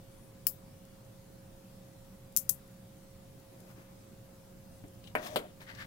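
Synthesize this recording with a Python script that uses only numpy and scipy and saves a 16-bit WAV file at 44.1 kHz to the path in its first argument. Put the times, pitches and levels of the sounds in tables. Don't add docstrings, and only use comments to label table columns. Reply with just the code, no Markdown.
import sys
import numpy as np
from scipy import signal
from scipy.io import wavfile
from scipy.ndimage import uniform_filter1d

SR = 44100
rng = np.random.default_rng(int(sys.argv[2]) if len(sys.argv) > 2 else 0)


def output_pcm(signal):
    pcm = np.clip(np.atleast_2d(signal).T, -1, 1) * 32767
    wavfile.write(sys.argv[1], SR, np.round(pcm).astype(np.int16))


def how_loud(loudness_db):
    steps = np.asarray(loudness_db, float) / 20
    return 10 ** steps


N = 258426


def evened(x):
    return x / np.sqrt(np.mean(x ** 2) + 1e-20)


def read(points, hz):
    f, value = np.transpose(points)
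    return np.interp(np.log(hz + 1), np.log(f + 1), value)


def add(mix, s, sound):
    part = mix[..., round(s * SR):][..., :sound.shape[-1]]
    part += sound[..., :part.shape[-1]]


def resonate(x, hz, width):
    hz = min(hz, .45 * SR)
    return signal.lfilter(*signal.iirpeak(hz, hz / width, SR), x)


def colour(x, points):
    hz = abs(np.fft.fftfreq(2048, 1 / SR))
    log_gain = read(points, hz) * np.log(10) / 20
    taps = np.fft.ifft(np.exp(log_gain - 1j * signal.hilbert(log_gain).imag)).real
    return signal.oaconvolve(x, taps[:1024])[:len(x)]


def dying_noise(decays):
    hz, t, z = signal.stft(rng.standard_normal(SR // 4), SR, nperseg=128)
    t60 = np.clip(read(decays, hz), .02, .4)[:, None]
    return signal.istft(z * how_loud(-60 * t / t60), SR, nperseg=128)[1][:SR // 4]


# (frequency [Hz], time to fall 60 dB [s])
ECHO_TIMES = [(1500, .05), (4000, .085), (7000, .105), (12000, .12)]


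def snap(spectrum, db, t60, far_db, tail_db, far_tail_db, thump_db):
    t = np.arange(SR // 4) / SR
    out = []
    thump = resonate((np.arange(len(t)) == 16) * 3., 2200, 4500)
    for side_db, side_tail_db in ((0, 0), (far_db, far_tail_db)):
        burst = rng.standard_normal(len(t)) * how_loud(-60 * t / t60) * np.minimum(t / .0004, 1)
        burst[16] += 3
        burst = colour(burst, spectrum)
        burst = burst / abs(burst).max() + how_loud(thump_db + 5) * thump
        early = dying_noise(ECHO_TIMES)
        late = how_loud(-17) * dying_noise([(hz, 2.05 * s) for hz, s in ECHO_TIMES])
        tail = evened(colour(early + late, spectrum)) * np.clip(t / .002, 0, 1)
        out.append(how_loud(db + side_db) * burst + how_loud(tail_db + side_tail_db) * tail)
    return np.array(out)


# (time [s], peak level [dB], burst fall by 60 dB [s], far burst level [dB])
SNAPS = [
    (.4685, -1.5, .0065, -9),
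    (2.3643, -5, .013, -9),
    (2.3722, -1.5, .008, -9),
    (2.4927, -8, .006, -16),
    (2.4959, -1, .007, -16),
]
# (level [dB], far level re near [dB])
SNAP_ECHOES = [(-37, 1), (-41, 1), (-38, 2), (-43, 1), (-39.5, 2)]
SNAP_PUSHES = [-41, -47, -31, -44, -29]
# (frequency [Hz], level [dB per Hz])
SNAP_COLOURS = [
    [(410, -57), (700, -24.5), (1070, -32), (1220, -26), (2060, -30.5), (2900, -20.5), (3410, -34.5),
     (5350, -12), (5950, -22.5), (7770, -12.5), (9110, -22.5), (10000, -11), (13800, -4.5), (15900, -6.5),
     (16800, -29)],
    [(410, -76), (700, -48), (950, -43), (1210, -27), (3410, -24), (6030, -6.5), (7470, -5.5), (8190, -7.5),
     (12700, -2), (14900, -2), (16800, -22)],
    [(410, -51.5), (700, -23), (1060, -42), (1270, -31.5), (4000, -15), (6620, -2), (7270, -1), (9360, 0.5),
     (12700, 5), (15100, 2), (16800, -19)],
]


def balls():
    out = np.zeros((2, N))
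    groups = (0, 1, 1, 2, 2)
    for group, (s, *row), echo, push_db in zip(groups, SNAPS, SNAP_ECHOES, SNAP_PUSHES):
        add(out, s, snap(SNAP_COLOURS[group], *row, *echo, push_db))
    return out


# (frequency [Hz], width [Hz], level [dB])
TABLE_RINGS = [(255, 40, -9), (455, 30, -9), (612, 28, 0), (700, 25, -3), (960, 40, -13)]


def knock(spectrum, db, t60, table_db, bounces_per_s):
    t = np.arange(SR // 4) / SR
    noise, chance, size = rng.standard_normal(len(t)), rng.random(len(t)), rng.standard_normal(len(t))
    bounces = 3 * size * (chance < bounces_per_s / SR)
    contact = (.5 * noise + bounces) * how_loud(-60 * t / t60)
    contact[8] -= 5
    wake = 0.41 * dying_noise([(500, 0.3), (3000, 0.13), (16000, 0.13)])
    body = colour(contact + wake, spectrum)
    top = sum(how_loud(d) * resonate(contact, f, w) for f, w, d in TABLE_RINGS)
    return how_loud(db - 14.5) * (evened(body) + how_loud(table_db) * evened(top))


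def effort(moves, t):
    s, db, swell_s, fade_s, companion_db = np.transpose(moves)[..., None]
    before = (s - t) / np.maximum(swell_s, .004)
    after = (t - s) / np.maximum(fade_s, .004)
    power = how_loud(db - 20 * np.where(t < s, before, after)) ** 2
    main = np.sqrt(power.sum(0))
    companion = np.sqrt((power * how_loud(companion_db) ** 2).sum(0))
    return main, companion


# (fastest moment [s], scratch level [dB], swell [s per 20 dB], fade [s per 20 dB], hiss re scratch [dB])
STROKES = [(3.61, -76, .6, .06, 2), (3.712, -63.5, .094, .041, -2), (3.782, -63.5, .044, .15, -11),
           (3.912, -76, .1, .15, -8), (5.042, -63.5, .015, .08, -7), (5.072, -60, .013, .064, -5),
           (5.176, -51, .012, .064, -19), (5.232, -52, .035, .2, -4), (5.268, -47.5, .07, .055, -3),
           (5.352, -57, .12, .03, -1), (5.386, -52, .012, .05, -4), (5.447, -63, .1, .12, -18),
           (5.618, -52.5, .022, .044, -8), (5.692, -49.5, .04, .09, -19), (5.788, -53, .025, .15, -13),
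           (5.822, -47.5, .09, .045, -13)]
# (heaviest moment [s], low drag level [dB], swell [s per 20 dB], fade [s per 20 dB], table hum re drag [dB])
PRESSES = [(3.51, -61, .022, .5, -16), (3.712, -62, .3, .04, -7), (3.782, -56.5, .03, .09, -11),
           (3.912, -64, .04, .05, -9), (5.05, -65, .2, .1, -20), (5.176, -48, .012, .16, 5),
           (5.262, -53, .12, .1, 8), (5.353, -48, .07, .022, 4), (5.39, -54, .012, .14, 3),
           (5.462, -59, .3, .03, 7), (5.616, -65.5, .12, .05, 0), (5.72, -66, .3, .3, 0),
           (5.83, -65, .2, .3, -2)]


def rub(start, end, spectrum):
    t = np.arange(start, end, 1 / SR)
    slide, fizz = effort(STROKES, t)
    weight, drone = effort(PRESSES, t)
    noise, chance, size = rng.standard_normal(len(t)), rng.random(len(t)), rng.exponential(1, len(t))
    slips = noise * (0.54 + (chance < 2500 / SR) * how_loud(2.6 * np.minimum(size, 4)))
    scratch = evened(colour(slips, spectrum))
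    rings = [how_loud(d) * resonate(resonate(slips, f, w), f, 4 * w) for f, w, d in TABLE_RINGS[2:]]
    hum = evened(sum(rings))
    low = evened(resonate(resonate(slips, 302, 230), 233, 340))
    hiss = evened(colour(slips, [(2500, -61), (5000, -6), (16000, -10)]))
    mix = slide * scratch + how_loud(-4) * drone * hum + fizz * hiss + how_loud(-4.5) * weight * low
    return how_loud(5.5) * mix * signal.windows.tukey(len(t), .08)


def tick(db, hz, t60):
    t = np.arange(SR // 12) / SR
    click, wake = how_loud(-60 * t / 0.0021), how_loud(-5 - 60 * t / t60)
    x = rng.standard_normal(len(t)) * (click + wake)
    x = resonate(resonate(x, hz, 0.89 * hz), hz, 0.96 * hz) + 0.074 * np.diff(x, prepend=0)
    return how_loud(db + 6.5) * x / abs(x).max()


SQUEAK_HZ = [9050, 9550, 10200]


def squeak(length, db):
    noise = rng.standard_normal(round(length * SR))
    bands = sum(resonate(noise, f, 300) for f in SQUEAK_HZ)
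    return how_loud(db) * evened(bands) * signal.windows.tukey(len(noise), .4)


# (time [s], peak level [dB], centre [Hz], fall by 60 dB [s])
TICKS = [(0.852, -51, 11200, 0.03), (1.0492, -54, 8490, 0.03), (2.3245, -49, 11000, 0.02),
         (2.6774, -53, 11900, 0.03), (3.4002, -51, 13800, 0.034), (3.6034, -46, 10000, 0.026),
         (4.882, -49, 7900, 0.03), (5.041, -48.5, 3440, 0.044), (5.0738, -45.5, 3030, 0.064),
         (5.6064, -46.5, 3080, 0.032), (5.7497, -45.5, 4480, 0.059)]
# (time [s], peak level [dB], chatter fall by 60 dB [s], table ring level [dB], bounces [per s])
KNOCKS = [
    (4.839, -43.5, 0.099, -11, 1200),
    (5.152, -25, 0.083, -3.5, 800),
    (5.3594, -23.5, 0.086, -7, 870),
]
# (frequency [Hz], level [dB per Hz])
FINGER_COLOUR = [(70, -20), (120, 0), (380, -2), (520, -22), (1000, -32), (2800, -30), (4500, -55)]
# (frequency [Hz], level [dB per Hz])
CARD_FLAT = [(88, -45), (150, -20.5), (601, -9.5), (941, -10), (1900, -1.5), (2140, -10), (2360, -3.5),
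             (3290, -20.5), (3550, -26), (5570, -55), (6770, -36), (9440, -27.5), (10600, -31),
             (11900, -26), (16000, -34)]
# (frequency [Hz], level [dB per Hz])
CARD_EDGE = [(88, -35), (150, -21), (222, -12.5), (601, -3), (745, -7.5), (871, -14.5), (1340, -10),
             (1660, -18), (3350, -9.5), (5150, -19.5), (5790, -36), (6390, -27.5), (12400, -18.5),
             (16000, -28)]
# (start [s], end [s])
SPELLS = [(3.5, 3.95), (5.03, 5.12), (5.175, 5.358), (5.385, 5.52), (5.59, 5.66), (5.66, 5.86)]
# (frequency [Hz], level [dB per Hz])
RUB_COLOURS = [
    [(600, -31), (1000, 10.5), (2500, 2), (5000, -11), (7000, -18)],
    [(1060, -37), (1800, -16), (2450, -21), (2800, 10), (3450, -3), (3830, 8), (6000, -27), (7800, -55),
     (13200, -120)],
    [(530, -32), (900, -5), (1150, 3.5), (1350, -6), (1670, -1), (2970, -6.5), (3290, -2), (7000, -16.5),
     (9100, -35), (15400, -120)],
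    [(530, -32), (900, -9), (1370, -5), (1730, -10), (3580, -9), (6000, -27), (7800, -60), (13200, -120)],
    [(530, -45), (900, -3), (1540, 0.5), (1990, 2), (2730, -5), (3130, -5), (6000, -6), (7800, -53),
     (13200, -120)],
    [(530, -56), (900, -1.5), (978, -17), (1180, -0.5), (1250, -7), (1620, 2), (2020, 2), (2310, -5.5),
     (4790, -10), (6500, -23), (8450, -29), (14300, -120)],
]
# (start [s], end [s], level [dB])
SQUEAKS = [
    (0.069, 0.326, -67),
    (4.699, 4.803, -68),
]


def table():
    out = np.zeros(N)
    for s, *row in TICKS:
        add(out, s, tick(*row))
    for spectrum, (s, *row) in zip((FINGER_COLOUR, CARD_FLAT, CARD_EDGE), KNOCKS):
        add(out, s, knock(spectrum, *row))
    for (start, end), spectrum in zip(SPELLS, RUB_COLOURS):
        add(out, start, rub(start, end, spectrum))
    for start, end, db in SQUEAKS:
        add(out, start, squeak(end - start, db))
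    return out


# (frequency [Hz], level [dB])
SHADOW = [(200, 1), (600, -1), (1000, -5), (2000, -8), (3500, -14), (7000, -20), (16000, -22)]


def far_side(x):
    lag_s = 13e-5
    return np.roll(colour(x, SHADOW), round(lag_s * SR))


# (frequency [Hz], level [dB per Hz])
ROOM_COLOUR = [(21, -34), (36, -4), (70, -13.5), (107, 1.5), (142, -4.5), (188, -3), (224, -10.5),
               (328, -11.5), (468, -19), (532, -13), (574, -19.5), (619, -17.5), (1990, -29), (15600, -31)]
# (frequency [Hz], likeness 0 to 1)
SAME = [(60, 0.94), (170, 0.9), (350, 0.33), (700, 0.067), (1100, 0.059), (1600, 0.0063), (16000, 0.009)]
# (frequency [Hz], phase [rad])
LEAD = [(60, -0.072), (200, 0.24), (700, -2.06)]
# (frequency [Hz], level [dB])
TILT = [(60, -1.5), (150, -1), (380, -2.5), (950, 1.5), (2380, -1), (5980, 1.5), (15000, 4)]
# (frequency [Hz], width [Hz], level [dB])
ROOM_MODES = [(24.5, 14, -64.5), (46.2, 4.1, -96), (118.7, 21.4, -63), (184, 6.1, -63)]
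HUM_DB = [-67, -61]


def room():
    frames, hz = N // 512 + 5, np.fft.rfftfreq(2048, 1 / SR)
    a, b, c, d, patches = rng.standard_normal((frames, 1025, 5)).T
    patches = evened(uniform_filter1d(uniform_filter1d(patches, 12, 0), 8, 1))
    same = np.clip(read(SAME, hz), -1, 1)[:, None]
    left = a + 1j * b
    shared = same * left * np.exp(-1j * read(LEAD, hz))[:, None]
    right = shared + np.sqrt(1 - same ** 2) * (c + 1j * d)
    tilt = how_loud(read(TILT, hz)[:, None] / 2)
    z = np.array([left * tilt, right / tilt]) * how_loud(read(ROOM_COLOUR, hz)[:, None] + 1.84 * patches)
    wash = how_loud(-55.5) * evened(signal.istft(z, nperseg=2048, noverlap=1536)[1][:, :N])
    noise = rng.standard_normal(N)
    boom = sum(how_loud(db) * evened(resonate(noise, f, w)) for f, w, db in ROOM_MODES)
    waver = evened(resonate(rng.standard_normal(N), 9, 2.3))
    phase = 2 * np.pi * 538.8 * np.arange(N) / SR - np.array([[.3], [0]])
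    hum = np.sqrt(2) * (1 + 0.04 * waver) * np.sin(phase)
    return wash + boom * how_loud(np.array([[-.8], [.8]])) + hum * how_loud(np.array(HUM_DB)[:, None])


# (frequency [Hz], level [dB])
SCATTER = [(200, -13), (700, -3), (2000, 2.5), (16000, -10)]


def scene():
    near, far = balls()
    direct = table()
    scattered = colour(table(), SCATTER)
    hands = np.array([near + direct, far_side(far + how_loud(-3.5) * direct + scattered)])
    return hands + room()


def roll_off(x):
    return signal.sosfilt(signal.butter(12, 17140, fs=SR, output="sos"), x)


def record(dry):
    quiet_edge_hz, loud_edge_hz = 15900, 16600
    low = []
    for hz in (quiet_edge_hz, loud_edge_hz):
        taps = signal.firwin(511, hz, window=("kaiser", 9), fs=SR)
        low.append(signal.oaconvolve(dry, taps[None], "same", axes=1))
    loud = np.clip(uniform_filter1d(abs(dry).max(0), 300) / .05 - 1, 0, 1)
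    mix = low[0] + loud * (low[1] - low[0])
    return roll_off(mix)


dry = scene()
out = record(dry)
output_pcm(out)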